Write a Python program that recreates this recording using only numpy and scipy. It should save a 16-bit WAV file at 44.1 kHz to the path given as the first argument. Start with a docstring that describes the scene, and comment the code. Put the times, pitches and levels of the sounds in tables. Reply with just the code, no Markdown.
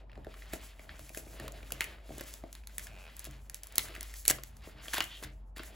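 """Hands crinkle and pick at the glossy paper round a parcel on a table, near a phone, in a quiet room.
From the start, paper rustles over a low hum. Creases snap and ring their panels, bumps boom in the
table top, fingers knock the hollow parcel. At 2.9 s sticky tape creaks by stick-slip; the sharpest snaps
come at 3.8 and 4.3 s; at 5.1 s a peeling strip rasps, and the crinkling goes on.
Throughout, the phone's two microphone ports hear the treble at different moments."""
import sys
import numpy as np
from scipy import signal
from scipy.fft import rfft, irfft, next_fast_len
from scipy.io import wavfile
from scipy.ndimage import map_coordinates

SR = 44100
rng = np.random.default_rng(int(sys.argv[2]) if len(sys.argv) > 2 else 0)


def int16_out(signal):
    """Quantize to a 16-bit WAV file."""
    q = np.round(np.clip(np.atleast_2d(signal).T, -1, 1) * 32767)
    wavfile.write(sys.argv[1], SR, q.astype(np.int16))


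N = 253575

# room air spectrum: f/Hz, level/dB
AIR_SPECTRUM = [(28, -31.5), (62, -6), (130, -21), (210, -21.5), (400, -34), (870, -28.5), (1640, -46),
                (16000, -92.5)]
# diffuse field: f/Hz, left-right coherence
COHERENCE = [(60, 0.99), (300, 0.66), (640, 0.078), (2000, 0.27), (7000, 0.24), (15000, 0.29)]
# hands at work: t/s, sliding/dB, tiny creases/dB, parcel shuffle/dB
HAND_LEVELS = [(0, -65.5, -79, -62), (.08, -93, -92, -76), (.15, -79, -78, -69), (.23, -72, -78, -70),
               (.37, -62.5, -59.5, -62), (.67, -57, -58, -69), (.73, -67, -69, -70),
               (.9, -59.5, -63.5, -62), (1.08, -65, -59, -75.5), (1.47, -58, -59.5, -52.5),
               (1.65, -63, -63, -68), (1.9, -55, -62, -60), (2.03, -67.5, -73.5, -66),
               (2.12, -55, -57.5, -68), (2.32, -58.5, -57.5, -62), (2.42, -67.5, -65.5, -70),
               (2.61, -69, -75, -77), (2.82, -64, -61, -64.5), (3.12, -60.5, -66, -71.5),
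               (3.29, -62, -61, -65), (3.48, -72.5, -71.5, -72), (3.73, -60.5, -66, -65.5),
               (3.91, -52, -61.5, -57.5), (4.2, -69.5, -52, -75), (4.52, -70, -74.5, -88),
               (4.66, -57.5, -61.5, -68.5), (4.75, -65.5, -70, -64), (4.85, -55, -55, -61),
               (5.07, -57.5, -58, -79), (5.25, -60, -63, -58.5), (5.38, -79, -82, -76),
               (5.55, -105, -91.5, -87), (5.59, -53.5, -60.5, -65.5), (5.75, -64, -64, -65)]
# bright crack of the creases, with the recorder's treble cutoff near 16 kHz: f/Hz, level/dB
CRACK_SPECTRUM = [(1500, -20), (4000, -10.5), (7000, -3), (11000, -2), (15800, -6.5), (16300, -29.5)]
# sliding and ringing paper spectrum: f/Hz, level/dB
PAPER_SPECTRUM = [(500, -15), (1200, -2), (2000, 0.5), (3300, -0.5), (5000, -5), (8000, -43.5),
                  (12000, -40)]
# air inside the wrapping: f/Hz, width/Hz, level/dB
CAVITY_MODES = [(317, 126, -4.5), (414, 83, -1.5), (634, 103, 1.5)]
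# buckling creases: t/s, crack peak/dB, ring peak/dB, panel f/Hz
CREASE_SNAPS = [(0.096, -70, -48.5, 1860), (0.116, -59, -49, 2720), (0.13, -64, -47, 1760),
                (0.1542, -62, -46.5, 1770), (0.2457, -48, -41.5, 1720), (0.3399, -48, -42.5, 1200),
                (0.4207, -63, -37.5, 2030), (0.5337, -26.5, -34.5, 1880), (0.7931, -46, -43.5, 2210),
                (0.892, -65, -32, 1780), (0.9922, -38, -42.5, 1060), (1.092, -37.5, -40, 2450),
                (1.1462, -35, -36.5, 1710), (1.1728, -26.5, -34.5, 2540), (1.398, -34.5, -34.5, 1750),
                (1.479, -32.5, -34, 1110), (1.5204, -34.5, -58, 1540), (1.6286, -52, -41.5, 2370),
                (1.7047, -38, -38.5, 1470), (1.7203, -21, -31, 2750), (1.8066, -18.5, -15.5, 1970),
                (1.8178, -50, -25.5, 2610), (1.8412, -27.5, -33, 2510), (2.181, -34, -46, 2970),
                (2.1957, -41, -37.5, 3680), (2.2088, -28, -36.5, 1780), (2.2375, -38.5, -47, 1160),
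                (2.3379, -29.5, -48, 3500), (2.5272, -33.5, -46, 3900), (2.5507, -34.5, -40, 4030),
                (2.6357, -59, -49, 2530), (2.6712, -32.5, -43, 4140), (2.6948, -54.5, -50, 1540),
                (2.781, -21, -32.5, 1880), (2.7936, -32, -36.5, 1760), (2.8684, -33.5, -39, 1670),
                (3.1658, -35.5, -65, 1840), (3.193, -27, -62, 4500), (3.2014, -41, -51, 1770),
                (3.2426, -31, -54, 1760), (3.251, -31, -40.5, 1660), (3.3097, -40.5, -54, 1560),
                (3.4968, -29, -43, 1740), (3.5436, -24.5, -42, 4100), (3.633, -28, -42.5, 4490),
                (3.641, -40, -51, 3870), (3.6693, -34, -57, 1160), (3.7224, -38, -54.5, 2130),
                (3.7556, -22, -37.5, 4500), (3.7805, -7, -19, 3970), (3.7915, -49, -25, 3900),
                (3.8, -46.5, -42.5, 3370), (3.8842, -38.5, -40.5, 1760), (3.9503, -34.5, -35.5, 2590),
                (3.9617, -45, -33.5, 2020), (4.0076, -25.5, -40.5, 2000), (4.0287, -27, -57, 1790),
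                (4.139, -34.5, -39, 1850), (4.2519, -24.5, -32, 4170), (4.279, -2, -25, 2600),
                (4.288, -26, -38, 4200), (4.2983, -9.5, -21.5, 1937), (4.3026, -10, -33.5, 4480),
                (4.3092, -14.5, -23.5, 1750), (4.3842, -48, -37.5, 1150), (4.4346, -28.5, -46, 2060),
                (4.5674, -41.5, -56, 1220), (4.881, -40, -29, 3260), (4.9343, -23.5, -22, 1680),
                (4.9414, -22, -28, 1600), (4.9505, -29, -28.5, 3330), (4.9687, -34, -28.5, 1550),
                (4.9804, -19, -20.5, 930), (5.0044, -20, -15, 2884), (5.023, -28.5, -40, 2010),
                (5.0399, -27, -40, 3490), (5.226, -37.5, -42, 990), (5.236, -29.5, -39, 1640),
                (5.2465, -36, -39.5, 1610), (5.5626, -40.5, -40.5, 1790), (5.581, -37, -40, 1040),
                (5.5934, -47, -30.5, 1470), (5.6331, -35.5, -39, 1870), (4.2594, -30, -37, 2200)]
# parcel against table: t/s, level/dB
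TABLE_BUMPS = [(0.174, -47), (1.002, -48.5), (1.177, -55), (1.401, -40), (1.725, -44.5), (2.106, -43),
               (3.276, -42.5), (3.781, -46.5), (4.295, -39.5), (4.745, -50), (4.996, -50), (5.236, -41.5)]
# table top: f/Hz, level/dB, t60/s
TABLE_MODES = [(76.4, -6, 0.34), (131.1, -6.5, 0.62), (201, -14, 0.4), (302, -9, 0.31)]
# knocks on the parcel: t/s, peak/dB
PARCEL_KNOCKS = [(0.176, -38.5), (0.268, -32.5), (0.534, -28.5), (0.794, -46.5), (0.993, -44), (1.103, -42),
                 (1.171, -33.5), (1.267, -43.5), (1.34, -47), (1.399, -36.5), (1.408, -43), (1.441, -39.5),
                 (1.63, -43.5), (1.721, -38), (1.806, -41), (2.092, -41), (2.105, -34), (2.135, -45),
                 (2.179, -40), (2.208, -35.5), (2.438, -33), (3.27, -40), (3.779, -35.5), (3.978, -44.5),
                 (4.278, -37), (4.305, -28.5), (4.386, -44.5), (4.673, -40), (4.881, -44), (4.941, -36),
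                 (4.982, -32.5), (5.006, -34.5), (5.224, -38.5), (5.568, -44), (5.598, -38.5)]
# quick crumples: centre t/s, length/s, sliding/dB, creases/dB
CRUMPLES = [(.535, .03, -46.5, -49.5), (3.262, 0.033, -54.5, -48), (4.301, 0.046, -37, -30.5),
            (4.94, 0.022, -36.5, -42), (4.972, 0.039, -38, -46), (5.239, 0.034, -46, -46.5),
            (5.573, 0.028, -50, -53.5)]
# tape creak: t/s, slip rate/Hz, level/dB
TAPE_SLIPS = [(2.86, 114, -67.5), (2.93, 106, -61.5), (3.03, 83, -60), (3.08, 75, -56), (3.09, 21, -83)]
# tape resonances: f/Hz, width/Hz, level/dB
TAPE_MODES = [(644, 220, -3.5), (1530, 120, -6), (2510, 290, -2)]
# strip drawn off the paper: t/s, level/dB
STRIP_LEVELS = [(5.04, -75), (5.09, -58.5), (5.13, -51.5), (5.19, -57.5), (5.22, -86)]
# strip resonances: f/Hz, width/Hz, level/dB
STRIP_MODES = [(3270, 560, 15.5), (4630, 280, -1.5)]
# room reverb strength: f/Hz, level/dB
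REVERB_SEND = [(200, -9.5), (700, -9), (2500, -9), (10000, -19.5)]
# room decay: f/Hz, t60/s
REVERB_DECAY = [(200, 0.42), (1000, 0.23), (3000, 0.26), (10000, 0.11)]

HUM_HZ, HUM_DB, AIR_DB = 49.5, -52.5, -59
SNAP_DELAY_S = .0008  # short delay of every snap after its listed time
PORT_SPLIT_HZ, PORT_LAG_S, TOP_HZ = 6700, .000239, 16800


def amp(db):
    """dB to gain."""
    return 10 ** (np.asarray(db) / 20)


def unit(x):
    """Scale to rms 1."""
    return x / np.sqrt(np.mean(x ** 2) + 1e-20)


def peaked(db, rows):
    """Scale each row to its peak level."""
    return amp(db) * rows / np.abs(rows).max(axis=1, keepdims=True)


def along(points, hz):
    """Interpolate (f/Hz, value) points on a log axis."""
    f, values = np.transpose(points)
    return np.interp(np.log(hz + 1), np.log(f + 1), values)


def curves(rows):
    """Per-sample curve for each column after t/s."""
    at_s, *columns = np.transpose(rows)
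    return [np.interp(np.arange(N) / SR, at_s, column) for column in columns]


def wobble(rate_hz):
    """Smooth random curve, knots at rate_hz."""
    knots = rng.standard_normal(int(N * rate_hz / SR) + 4)
    return map_coordinates(knots, [np.arange(N) * rate_hz / SR])


def decay(t, attack_s, t60_s):
    """Quick rise, exponential fall."""
    return (t > 0) * (1 - np.exp(-t / attack_s)) * amp(-60 * t / t60_s)


def filtered(x, response):
    """Apply a complex frequency response."""
    size = next_fast_len(x.shape[-1] + 8192)
    return irfft(rfft(x, size) * response(np.fft.rfftfreq(size, 1 / SR)), size)[..., :x.shape[-1]]


def coloured(x, spectrum):
    """Shape by (f/Hz, level/dB) points."""
    return filtered(x, lambda hz: amp(along(spectrum, hz)))


def resonant(x, modes):
    """Parallel band-passes of alternating sign."""
    return filtered(x, lambda f: sum(
        (-1) ** k * amp(db) * 1j * f * width / (centre ** 2 - f ** 2 + 1j * f * width)
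        for k, (centre, width, db) in enumerate(modes)))


def placed(at_s, rows):
    """Add each row at its time."""
    index = np.round(at_s * SR).astype(int)[:, None] + np.arange(rows.shape[1])
    return np.bincount(index.ravel(), rows.ravel(), N + SR)[:N]


def diffuse(pair):
    """Mix two unrelated signals to diffuse-field stereo."""
    angle = lambda hz: np.arccos(np.clip(along(COHERENCE, hz), -1, 1)) / 2
    mid, side = filtered(pair, lambda hz: np.array([np.cos(angle(hz)), np.sin(angle(hz))]))
    return np.array([mid + side, mid - side])


def room_tone():
    """Hum near mains pitch, wavering in pitch and level, over faint room air."""
    hum = np.sqrt(2) * np.sin(2 * np.pi * np.cumsum(HUM_HZ + 2.5 * wobble(5.3)) / SR)
    air = unit(diffuse(coloured(rng.standard_normal((2, N)), AIR_SPECTRUM)))
    return amp(HUM_DB + 2.1 * wobble(4.7)) * hum + amp(AIR_DB + 3 * wobble(7.9)) * air


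def grains(rate_hz, centre_hz, spread_oct, t60_cycles, spread_db, clump, hiss):
    """Tiny creases give in clumps, each at its own pitch, over the fluttering hiss of sliding paper."""
    at_s = np.flatnonzero(rng.random(N) < rate_hz / SR * np.exp(clump * wobble(30))) / SR
    pitch = rng.standard_normal((len(at_s), 1))
    size = np.minimum(rng.exponential(size=(len(at_s), 1)), 3)
    hz = np.clip(centre_hz * 2 ** (spread_oct * pitch), 100, .4 * SR)
    cycles = hz * np.arange(256) / SR
    ticks = placed(at_s, amp(spread_db * size - 60 * cycles / t60_cycles) * np.sin(2 * np.pi * cycles))
    return unit(ticks) + hiss * amp(4.37 * wobble(25)) * rng.standard_normal(N)


def handling():
    """Fingers press, slide and shift the wrapping; it rustles on after each snap and knock."""
    slide_power, crease_power, shuffle_power = amp(curves(HAND_LEVELS)) ** 2
    flurry_slide, flurry_crease = flurries()
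    snap_s, crack_db, ring_db, _ = np.transpose(CREASE_SNAPS)
    knock_s, knock_db = np.transpose(PARCEL_KNOCKS)
    crease_power += flurry_crease + settling(snap_s, crack_db - 26, t60_s=.23)
    slide_power += flurry_slide + settling(snap_s, ring_db - 20.5, t60_s=.1)
    shuffle_power += settling(knock_s, knock_db - 14, t60_s=.1)
    crackle = grains(700, 7100, spread_oct=.83, t60_cycles=1.6, spread_db=3.5, clump=1, hiss=1)
    rub = grains(350, 2420, spread_oct=.81, t60_cycles=6.6, spread_db=2.5, clump=.87, hiss=1.93)
    shuffle = grains(250, 600, spread_oct=.55, t60_cycles=2.9, spread_db=-1.5, clump=.5, hiss=1.55)
    return (np.sqrt(crease_power) * unit(coloured(crackle, CRACK_SPECTRUM))
            + np.sqrt(slide_power) * unit(coloured(rub, PAPER_SPECTRUM))
            + np.sqrt(shuffle_power) * unit(resonant(shuffle, CAVITY_MODES)))


def snaps():
    """A crease flips: a short crack, and the panel beside it rings."""
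    at_s, crack_db, ring_db, panel_hz = np.transpose(CREASE_SNAPS)[:, :, None]
    t = np.arange(SR // 24) / SR - .002
    noise = rng.standard_normal((len(at_s), 2, len(t)))
    crack = coloured(noise[:, 0] * decay(t, .0004, .007), CRACK_SPECTRUM)
    tone = np.sin(2 * np.pi * panel_hz * t) * decay(t, .0003, .009)
    ring = coloured(tone + .84 * noise[:, 1] * decay(t, .0004, .018), PAPER_SPECTRUM)
    return placed(at_s[:, 0] + SNAP_DELAY_S + t[0], peaked(crack_db, crack) + peaked(ring_db, ring))


def settling(at_s, level_db, t60_s):
    """Power envelope of paper settling after each event."""
    t = np.arange(SR // 2) / SR
    return placed(at_s, (amp(level_db[:, None]) * decay(t, .001, t60_s)) ** 2)


def table_boom():
    """Soft bumps ring the table top."""
    at_s, bump_db = np.transpose(TABLE_BUMPS)[:, :, None]
    t = np.arange(SR // 2) / SR
    ring = sum(amp(db - 60 * t / t60_s) * np.sin(2 * np.pi * hz * t) for hz, db, t60_s in TABLE_MODES)
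    return placed(at_s[:, 0], amp(bump_db) * ring * (1 - np.exp(-t / .005)))


def knocks():
    """Fingers and folds give the air inside the wrapping a soft, uneven push."""
    at_s, peak_db = np.transpose(PARCEL_KNOCKS)[:, :, None]
    t = np.arange(SR // 24) / SR
    push = (1 + .9 * rng.standard_normal((len(at_s), len(t)))) * decay(t, .00085, .008)
    return placed(at_s[:, 0], peaked(peak_db, resonant(push, CAVITY_MODES)))


def flurries():
    """Quick crumples swell and fade: power envelopes of sliding and creases."""
    centre_s, length_s, *levels_db = np.transpose(CRUMPLES)[:, :, None]
    swell = np.exp(-(4 * (np.arange(N) / SR - centre_s) / length_s) ** 2)
    return [(amp(db) ** 2 * swell).sum(axis=0) for db in levels_db]


def tape_creak():
    """Glue sticks and slips at a falling rate; each slip rings the tape."""
    rate_hz, level_db = curves(TAPE_SLIPS)
    slip_count = np.floor(np.cumsum(rate_hz * (1 + .076 * wobble(60))) / SR)
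    slips = np.diff(slip_count, prepend=0) * amp(1.5 * wobble(41))
    gate = (np.arange(N) > TAPE_SLIPS[0][0] * SR) & (np.arange(N) < TAPE_SLIPS[-1][0] * SR)
    return gate * amp(level_db) * unit(resonant(slips, TAPE_MODES))


def strip_rasp():
    """A peeling strip rasps in a narrow band."""
    gate = (np.arange(N) > STRIP_LEVELS[0][0] * SR) & (np.arange(N) < STRIP_LEVELS[-1][0] * SR)
    rasp = grains(1000, 3000, spread_oct=.26, t60_cycles=3, spread_db=-.5, clump=.28, hiss=.79)
    return gate * amp(curves(STRIP_LEVELS)[0]) * unit(resonant(rasp, STRIP_MODES))


def reverb(x, predelay_s=.006):
    """Diffuse wall reflections; each frequency decays at its own rate."""
    hz, t, noise = signal.stft(rng.standard_normal((2, SR // 2)), SR, nperseg=256)
    tail = signal.istft(noise * amp(-60 * t / along(REVERB_DECAY, hz)[:, None]), SR, nperseg=256)[1]
    delayed = np.pad(x, (round(predelay_s * SR), 0))[None]
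    return diffuse(signal.fftconvolve(delayed, tail / np.linalg.norm(tail[0]), axes=1)[:, :N])


def scene():
    """Parcel close by, room around it."""
    parcel = snaps() + knocks() + handling() + tape_creak() + strip_rasp()
    return parcel + table_boom() + reverb(coloured(parcel, REVERB_SEND)) + room_tone()


def record(dry):
    """Two band-limited ports: the left, slightly louder, leads a little below the split, lags above."""
    def ports(hz):
        lead_rad = .45 * np.clip(hz / 2500, 0, 1)
        lag_rad = 2 * np.pi * PORT_LAG_S * np.maximum(hz - PORT_SPLIT_HZ, 0)
        return np.exp(.5j * (lead_rad - lag_rad) * [[1], [-1]]) * (hz < TOP_HZ)
    return filtered(dry * amp([[.3], [-.3]]), ports)


dry = scene()
out = record(dry)
int16_out(out)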